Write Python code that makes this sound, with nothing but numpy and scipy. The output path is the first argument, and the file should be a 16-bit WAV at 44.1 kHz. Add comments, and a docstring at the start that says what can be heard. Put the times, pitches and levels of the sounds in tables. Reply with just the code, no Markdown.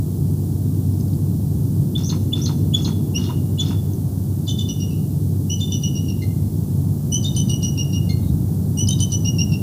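"""High in a tree, a microphone close to the nest hears a bald eagle over a steady far rumble, drones and hiss.
After faint twig ticks come five squeaky, hoarse yelps, then four chattering runs of mostly descending notes.
Notes are sums of trembling harmonics, squeals are gliding sines, rasps are random puffs ringing the throat.
The rest is shaped noise, wavering sines and damped ticks; limbs, twigs and woods echo the bird and the ticks."""
import sys
import numpy as np
from scipy import signal
from scipy.fft import rfft, irfft, next_fast_len
from scipy.io import wavfile

SR = 44100
rng = np.random.default_rng(int(sys.argv[2]) if len(sys.argv) > 2 else 0)


def digitize_waveform(pressure):
    """Quantize a signal to 16-bit integers and store it at the path in sys.argv[1].

    Rows of a 2-D input are taken as channels; values are limited to [-1, 1].
    """
    field = np.atleast_2d(pressure).T
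    bounded = np.clip(field, -1, 1)
    quanta = np.round(bounded * 32767).astype(np.int16)
    wavfile.write(sys.argv[1], SR, quanta)


N = 424241  # samples, about 9.6 s

# Distant rumble. Each row: frequency in Hz, relative density in dB per Hz.
RUMBLE_SPECTRUM = [(20, -34), (40, -36.5), (58, -17.5), (70, -11), (88, -7), (100, -2), (150, 1), (210, -7),
                   (300, -13), (400, -21.5), (510, -30.5), (750, -33.5), (1200, -46), (2200, -60.5),
                   (5000, -81)]
# Slow swell of the rumble. Each row: time in seconds, relative levels of deep roar, body and upper wash in dB.
RUMBLE_SWELL = [(0, -21, -31, -50), (1.8, -20, -31, -50), (2.5, -19, -29, -49), (3.7, -21.5, -30.5, -49),
                (4.2, -22, -33.5, -50), (5.6, -21, -31.5, -52), (7.3, -19.5, -32, -49),
                (9.6, -19, -31, -48.5)]
# Wavering drones of far machinery. Each row: pitch in Hz, rms waver in Hz, level before fading in dB.
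MACHINE_DRONES = [(72.45, 0.75, -39.5), (95.83, 0.31, -25), (103.1, .9, -32.5), (142.9, 2.54, -31.5)]
# Microphone hiss. Each row: frequency in Hz, relative density in dB per Hz.
HISS_SPECTRUM = [(1000, -42), (2300, -18.5), (3300, -9), (5000, -5), (7500, -3), (11000, 0.5), (15500, 1.5)]
# Faint twig ticks in the nest. Each row: start in seconds, central pitch in Hz, relative level in dB.
TWIG_TICKS = [(.939, 5030, -49.5), (1.002, 4900, -48), (1.009, 5600, -42), (1.081, 5300, -48),
              (1.133, 5100, -45), (3.935, 6560, -41.5)]
# Early reflections off nest and limbs. Each row: delay in seconds, relative gain.
LIMB_REFLECTIONS = [(.0047, 0.018), (.0093, -0.17), (0.0128, -0.03), (0.0193, 0.5), (.0285, -.17),
                    (.039, 0.021)]
# Ring of the woods. Each row: frequency in Hz, time to fall 60 dB in seconds.
WOODS_RING = [(1000, 0.098), (2200, 0.54), (2900, 0.64), (3600, 0.47), (6000, 0.48), (10000, 0.053)]
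# Echo share as the bird yelps towards the microphone, then throws its head back to chatter.
# Each row: time in seconds, level sent to the echoes in dB.
HEAD_TURN_ECHO = [(1.9, -5), (3.7, -6), (4.4, 1.5), (9.6, -5.5)]
# Windpipe and beak passing the harmonics of every whistle. Each row: frequency in Hz, gain in dB.
WINDPIPE_GAIN = [(2100, -1.5), (2800, -4), (3050, -6.5), (3450, -1.5), (3800, -3.5), (4250, -2.5),
                 (5350, -16), (5650, -1.5), (6100, 0.5), (6400, -7.5), (7100, -16.5), (8350, -41),
                 (8800, -13.5), (9150, -10.5), (10400, -36), (12000, -26), (14000, -38)]
# The bird's excitement, which sets top harmonics and scratch. Each row: time in seconds, excitement in dB.
EXCITEMENT_CURVE = [(3.2, 7), (4.7, -13), (5.8, -12.5), (7.4, 1.5), (9.2, 1.5)]
# Resonances of the wide open throat. Each row: frequency in Hz, width in Hz, relative level in dB.
THROAT_RESONANCES = [(920, 290, -1), (1306, 340, -3.5), (2040, 1300, -6), (2830, 340, -4), (3570, 480, 4),
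                     (4340, 150, 0), (5160, 540, 1), (6180, 1600, 1)]
# Yelps: a whistle over a lower tone that turns hoarse, breaks, and closes with a croak.
# Each row: start in seconds, length in seconds, pitch in Hz, relative level in dB, extra level of the octave
# in dB, scoop as a share of pitch, lower tone in relative dB, delay to the break in seconds, break in
# relative dB, delay to the closing in seconds, croak in relative dB.
YELP_NOTES = [(1.949, .016, 3470, -23, -20, 0.093, -58, 0.14, -31.5, 0.17, -56),
              (2.325, .017, 3465, -18, -10, .04, -45, 0.13, -30, 0.16, -49),
              (2.734, 0.023, 3432, -17.5, -2.5, 0.026, -48, 0.11, -32, 0.14, -52),
              (3.144, 0.041, 2822, -25.5, -3, .12, -45, .088, -46, .142, -35),
              (3.582, 0.038, 3474, -23.5, 1, 0.023, -43, 0.075, -53, 0.12, -42)]
# Thin squeals where the voice breaks.
# Each row: start in seconds, length in seconds, start pitch in Hz, end pitch in Hz, relative level in dB.
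VOICE_BREAKS = [(2.033, 0.085, 5400, 6400, -36.5), (2.411, 0.059, 5620, 6200, -35),
                (2.818, 0.076, 6350, 6370, -40), (3.583, .025, 4040, 4050, -43),
                (3.597, 0.017, 6330, 6200, -33), (4.49, .022, 6670, 6500, -44),
                (8.22, .082, 3870, 3790, -56), (8.87, .01, 5540, 5120, -27.5)]
# Chatter on the low side of the syrinx, in four runs.
# Each row: start in seconds, length in seconds, pitch in Hz, relative level in dB, extra of the octave in dB.
LOW_SIDE_NOTES = [(4.477, 0.035, 3034, -32, -8), (4.59, 0.025, 2990, -32, -6.5),
                  (4.686, 0.026, 2923, -32, 0), (4.798, 0.04, 2850, -40, 3), (4.904, 0.026, 2700, -49, -12),
                  (5.494, 0.0504, 2955, -27.5, -3), (5.605, 0.053, 3000, -55, -6),
                  (5.719, 0.041, 2960, -31, -0.5), (5.831, 0.048, 2935, -29.5, -2),
                  (5.951, 0.041, 2852, -37, 2), (6.08, .045, 2806, -38.5, -0.5),
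                  (6.217, 0.029, 2096, -41, -3), (7.116, 0.06, 3006, -25, 0.5),
                  (7.24, 0.029, 2985, -43, -4), (7.361, 0.055, 3025, -28, -3),
                  (7.492, 0.062, 2924, -27, -4), (7.627, 0.068, 2910, -31.5, 2),
                  (7.775, .057, 2833, -29, -1.5), (7.927, 0.057, 2843, -33.5, -4.5),
                  (8.09, 0.039, 2130, -45.5, 9), (8.77, 0.07, 2956, -27.5, 1),
                  (8.883, 0.054, 3070, -28, -1.5), (9, 0.046, 3038, -25, -2.5),
                  (9.118, 0.04, 2960, -29, 5.5), (9.247, .056, 2854, -28.5, 2),
                  (9.382, 0.054, 2816, -27, 1.5), (9.516, 0.039, 2762, -34, 1.5)]
# Notes of the high side of the syrinx.
# Each row: start in seconds, length in seconds, pitch in Hz, relative level in dB.
HIGH_SIDE_NOTES = [(4.47, 0.025, 3520, -28.5), (4.581, .021, 3560, -25.5), (5.602, 0.036, 3580, -28),
                   (5.712, .022, 3550, -31), (7.239, 0.047, 3680, -25.5), (8.087, 0.026, 3535, -50),
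                   (8.903, 0.032, 3760, -27)]
# Colour of the sputtering air in the narrowed throat. Each row: frequency in Hz, relative level in dB.
SPUTTER_COLOUR = [(1200, -9), (2500, -31), (3600, 1), (4400, 1), (5100, 1), (6500, -9), (8000, -42),
                  (12000, -38)]
# Soft buffet of wind under the rumble. Each row: start in seconds, length in seconds, level in dB.
WIND_BUFFETS = [(8.04, 0.44, -26.5)]


def gain_of(db):
    """Decibels to amplitude."""
    return 10 ** (np.asarray(db) / 20)


def evened(x):
    """Scales to rms 1."""
    return x / np.sqrt(np.mean(x ** 2) + 1e-20)


def read(points, hz):
    """Reads a spectrum table on a log-frequency axis."""
    f, value = np.transpose(points)
    return np.interp(np.log(hz + 1), np.log(f + 1), value)


def add(mix, start, sound):
    """Mixes a sound in at a time in seconds."""
    part = mix[round(start * SR):][:len(sound)]
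    part += sound[:len(part)]


def noise(shape):
    """Noise of rms 1 whose amplitude spectrum is shape(Hz)."""
    size = next_fast_len(N, True)
    spectrum = rfft(rng.standard_normal(size))
    return evened(irfft(spectrum * shape(np.fft.rfftfreq(size, 1 / SR)), size)[:N])


def wander(rate_hz):
    """Smooth chance motion of rms 1, up to about the given rate."""
    return noise(lambda hz: np.exp(-(hz / rate_hz) ** 2))


def tremor(rate_hz, size):
    """A short stretch of smooth chance motion, scaled to rms 1 before it is cut to size."""
    hz = np.fft.rfftfreq(8192, 1 / SR)
    spectrum = rfft(rng.standard_normal(8192))
    return evened(irfft(spectrum * np.exp(-(hz / rate_hz) ** 2)))[:size]


def gesture(start, length, rise, fall):
    """Sample places, own time and envelope of one push of air: smooth rise, hold, quick decay (seconds)."""
    end = min(N, round((start + length + .05) * SR))  # leaves 50 ms for the decay
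    at = np.arange(round(start * SR), end)
    t = (at - at[0]) / SR
    attack = np.sin(np.pi / 2 * np.minimum(t / rise, 1)) ** 2
    decay = np.exp(-np.maximum(t - length, 0) / fall)
    return at, t, attack * decay


def pushes(rows, rise, fall):
    """Amplitude curve of a table of air bursts."""
    level = np.zeros(N)
    for start, length, db in rows:
        add(level, start, gain_of(db) * gesture(start, length, rise, fall)[2])
    return level


def rumble(deep_db=-1.28, body_db=0.0, wash_db=1.0):
    """Far traffic and moving air: a deep roar, a body and a softer wash, each swelling slowly."""
    times, *swells = np.transpose(RUMBLE_SWELL)
    edges_hz = [0, 235, 510, SR]
    out = np.zeros(N)
    for low, high, swell, trim_db in zip(edges_hz, edges_hz[1:], swells, [deep_db, body_db, wash_db]):
        air = noise(lambda hz: gain_of(read(RUMBLE_SPECTRUM, hz)) * (hz > low) * (hz <= high))
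        out += air * gain_of(trim_db + np.interp(np.arange(N) / SR, times, swell))
    return out


def drones(fading_db=1.44):
    """Low machine tones drift and fade on their long way through the air."""
    out = np.zeros(N)
    for hz, waver_hz, db in MACHINE_DRONES:
        phase = 2 * np.pi * np.cumsum(hz + waver_hz * wander(3.107)) / SR
        out += np.sqrt(2) * np.sin(phase) * gain_of(db + fading_db * wander(3.5))
    return out


def microphone_hiss(level_db=-42.5):
    """Steady noise that grows towards the treble; its level holds before the band limit."""
    return gain_of(level_db) * noise(lambda hz: gain_of(read(HISS_SPECTRUM, hz)))


def twigs(t60=0.028, spread=0.102):
    """A dry twig gives a tiny tick: three sines scattered about its pitch, damped together."""
    out, t = np.zeros(N), np.arange(1024) / SR
    for start, hz, db in TWIG_TICKS:
        pitches = hz * (1 + spread * rng.standard_normal(3))
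        ring = sum(np.sin(2 * np.pi * pitch * t) for pitch in pitches)
        add(out, start, ring * gain_of(db - 60 * t / t60))
    return out


def treetop(x, limbs=0.86, twigs_db=-13, twigs_t60=0.57, woods_db=-17):
    """Single reflections off the limbs, a quick scatter from twigs, and a faint tail from the woods."""
    t = np.arange(SR) / SR
    # sparse random impulses of either sign, about 2500 per second
    near, far = rng.choice([-1., 1.], (2, SR)) * (rng.random((2, SR)) < 2500 / SR)
    # the woods build up slowly, then each frequency decays at its own rate
    hz, age, z = signal.stft(far * (1 - np.exp(-t / 0.087)), SR, nperseg=256)
    decay = gain_of(-60 * age / read(WOODS_RING, hz)[:, None])
    tail = signal.istft(z * decay, SR, nperseg=256)[1][:SR]
    scatter = near * (1 - np.exp(-t / 0.0022)) * np.exp(-np.log(1000) * t / twigs_t60)
    echo = gain_of(woods_db) * tail / np.linalg.norm(tail)
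    echo += gain_of(twigs_db) * scatter / np.linalg.norm(scatter)
    for delay, gain in LIMB_REFLECTIONS:
        add(echo, delay, [limbs * gain])
    sent = x * gain_of(np.interp(np.arange(N) / SR, *np.transpose(HEAD_TURN_ECHO)))
    return x + signal.fftconvolve(sent, echo)[:N]


def excitement(time):
    """Excitement in dB at a time in seconds."""
    return np.interp(time, *np.transpose(EXCITEMENT_CURVE))


def whistle(start, length, hz, db, octave_db, scoop, attack, rough, jitter=0.0079, shimmer_db=3.0,
            scoop_share=0.38, sag=0.004, swell_db=3.0, easing_db=3.5, dulling_db=9, level_db=0.84):
    """A note scoops up, swells and eases off as its top harmonics fade; the membranes tremble slightly."""
    at, t, envelope = gesture(start, length, rise=max(attack, .003), fall=0.0041)
    progress = np.minimum(t / length, 1) - .5  # -0.5 at the start, 0.5 at the end
    lag = np.exp(-(progress + .5) / scoop_share) - np.exp(-.5 / scoop_share)
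    easing = (2 * np.maximum(progress, 0)) ** 2
    tremble = jitter * tremor(123, len(t)) + rough * tremor(1270, len(t))
    phase = 2 * np.pi * np.cumsum(hz * (1 - scoop * lag - sag * easing + tremble)) / SR
    top = excitement(start) - dulling_db * progress
    levels = [swell_db * progress, octave_db + .5 * swell_db * progress, top, top]
    tone = np.zeros(len(t))
    for k, harmonic_db in enumerate(levels, 1):
        tone += gain_of(harmonic_db + read(WINDPIPE_GAIN, k * hz)) * np.sin(k * phase)
    loudness = gain_of(db + level_db - easing_db * easing + shimmer_db * tremor(137, len(t)))
    return start, np.sqrt(2) * tone * envelope * loudness


def squeal(start, length, start_hz, end_hz, db, rough=0.038, shimmer_db=3):
    """A tight membrane slides from one pitch to another, jumping about and sputtering as it goes."""
    at, t, envelope = gesture(start, length, rise=0.0064, fall=0.0012)
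    tremble = rough * tremor(900, len(t)) + .007 * tremor(90, len(t))
    hz = end_hz + (start_hz - end_hz) * np.maximum(1 - t / length, 0) ** 2
    phase = 2 * np.pi * np.cumsum(hz * (1 + tremble)) / SR
    # the squeal flares where its glide crosses a throat resonance
    flare = np.zeros(len(t))
    for mode_hz, width, mode_db in THROAT_RESONANCES:
        flare += gain_of(mode_db) / (1 + (2 * (hz - mode_hz) / width) ** 2)
    flare /= np.average(flare, weights=envelope)
    level = gain_of(db + shimmer_db * tremor(290, len(t))) * flare
    return start, np.sqrt(2) * np.sin(phase) * envelope * level


def rasp(start, length, fall, db, lean_db, puffs_per_s=300):
    """Irregular puffs ring the throat, striking its resonances unequally; lean_db tilts them per octave."""
    at, _, envelope = gesture(start, length, rise=0.0062, fall=fall)
    voice, t = np.zeros(len(at)), np.arange(512) / SR
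    for hz, width, mode_db in THROAT_RESONANCES:
        ring = evened(t * np.exp(-np.pi * width * t) * np.sin(2 * np.pi * hz * t))
        puffs = rng.random(len(at)) < puffs_per_s / SR
        drive = rng.standard_normal(len(at)) * (puffs + 0.053)  # a little steady air between the puffs
        voice += gain_of(mode_db + lean_db * np.log2(hz)) * signal.fftconvolve(drive, ring)[:len(at)]
    return start, gain_of(db) * evened(voice) * envelope


def yelps(hoarse_after=.025, knot_after=0.011, croak_after=.009,
          thump_hz=280, thump_width_hz=170, thump_db=-31):
    """Whistle over a lower tone, a rasp, a falling break caught on a brief tone, then rasp, croak and thump."""
    out, closings = np.zeros(N), []
    for (start, length, hz, db, octave_db, scoop, lower_db,
         break_after, break_db, close_after, croak_db) in YELP_NOTES:
        breaks, closes = start + break_after, start + close_after
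        add(out, *whistle(start, length, hz, db, octave_db, scoop, attack=0.013, rough=0.008))
        # faint lower tone, starting just ahead of the whistle
        add(out, *squeal(start - .007, 1.45 * length, start_hz=2850, end_hz=3000, db=lower_db, rough=.015))
        add(out, *rasp(start + hoarse_after, length=0.042, fall=0.041, db=-42, lean_db=.5))
        # the voice breaks downwards and catches on a brief tone
        add(out, *squeal(breaks, .014, start_hz=5700, end_hz=3910, db=break_db, rough=0.067, shimmer_db=2.5))
        add(out, *squeal(breaks + knot_after, 0.015, start_hz=4310, end_hz=4230, db=break_db - 2.5,
                         rough=0.011, shimmer_db=-1))
        add(out, *rasp(breaks, length=0.029, fall=0.035, db=-40, lean_db=1.5))
        # dull rasp and croak at the closing
        add(out, *rasp(closes, length=0.019, fall=0.024, db=-39.0, lean_db=-6))
        add(out, *squeal(closes + croak_after, length=.018, start_hz=1057, end_hz=916, db=croak_db))
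        closings.append((closes, .03, thump_db))
    thump = noise(lambda hz: np.exp(-(2 * (hz - thump_hz) / thump_width_hz) ** 2))
    return out + thump * pushes(closings, rise=0.0033, fall=0.017)


def voice_breaks():
    """Thin squeals of a tight membrane, among the yelps and the chatter."""
    out = np.zeros(N)
    for row in VOICE_BREAKS:
        add(out, *squeal(*row))
    return out


def sputter(puffs_per_s=900, steady=.07):
    """Tiny irregular puffs over a little steady air, coloured by the narrowed throat."""
    puffs = rng.random(N) < puffs_per_s / SR
    drive = rng.standard_normal(N) * (puffs + steady)
    size = next_fast_len(N, True)
    colour = gain_of(read(SPUTTER_COLOUR, np.fft.rfftfreq(size, 1 / SR)))
    return evened(irfft(rfft(drive, size) * colour, size)[:N])


def scratch(start, strain, air, lead_s=0.0037, strain_lead_s=.012, air_db=-50, strain_db=8,
            excited_share=0.47, rattle_db=2.5):
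    """Sputtering air and a falling scrape lead into a note; strain lengthens the lead and lifts a squeak."""
    db = air_db + strain_db * strain + excited_share * excitement(start)
    lead = lead_s + strain_lead_s * strain
    at, t, envelope = gesture(start - lead, length=lead + .028, rise=0.013, fall=.008)
    rattle = air[at] * envelope * gain_of(db + rattle_db * tremor(260, len(t)))
    scrape = squeal(start - lead, length=0.0184, start_hz=5310, end_hz=4530, db=db - 1.5, rough=0.059)
    squeak = squeal(start, length=0.006, start_hz=6770, end_hz=6940, db=db - 13 + 24 * strain, rough=0.03)
    return [(start - lead, rattle), scrape, squeak]


def chatter(relaxed_hz=2830, strained_hz=3000, pause_s=.4):
    """A run opens clean unless both syrinx sides start together; other notes get scratchier with pitch."""
    out, last = np.zeros(N), 0
    air = sputter()
    for start, length, hz, db, octave_db in LOW_SIDE_NOTES:
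        strain = np.clip((hz - relaxed_hz) / (strained_hz - relaxed_hz), 0, 1)
        both_sides = any(abs(high[0] - start) < length for high in HIGH_SIDE_NOTES)
        opens_run = start - last > pause_s
        if opens_run and not both_sides:
            add(out, *whistle(start, length, hz, db, octave_db, scoop=.062, attack=0.01, rough=.009))
        else:
            rough = .006 + 0.0035 * strain
            add(out, *whistle(start, length, hz, db, octave_db, scoop=0.018, attack=0.005, rough=rough))
            for part in scratch(start, strain, air):
                add(out, *part)
        last = start
    for row in HIGH_SIDE_NOTES:
        add(out, *whistle(*row, octave_db=0, scoop=0.019, attack=0.014, rough=0.011))
    return out


def buffet(centre_hz=82, width_hz=60):
    """A breeze swells briefly in the bass."""
    air = noise(lambda hz: np.exp(-(2 * (hz - centre_hz) / width_hz) ** 2))
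    return air * pushes(WIND_BUFFETS, rise=0.078, fall=.02)


def scene():
    """The eagle and twigs echo in the tree; the background stays dry."""
    nest = treetop(twigs() + yelps() + voice_breaks() + chatter())
    background = rumble() + drones() + microphone_hiss() + buffet()
    return (nest + background)[None]


def record(dry, edge_hz=15560):
    """The band limit of the microphone chain, a steep low-pass."""
    low_pass = signal.firwin(1023, edge_hz, window=("kaiser", 9), fs=SR)
    return signal.oaconvolve(dry, low_pass[None], "same")


dry = scene()
out = record(dry)
digitize_waveform(out)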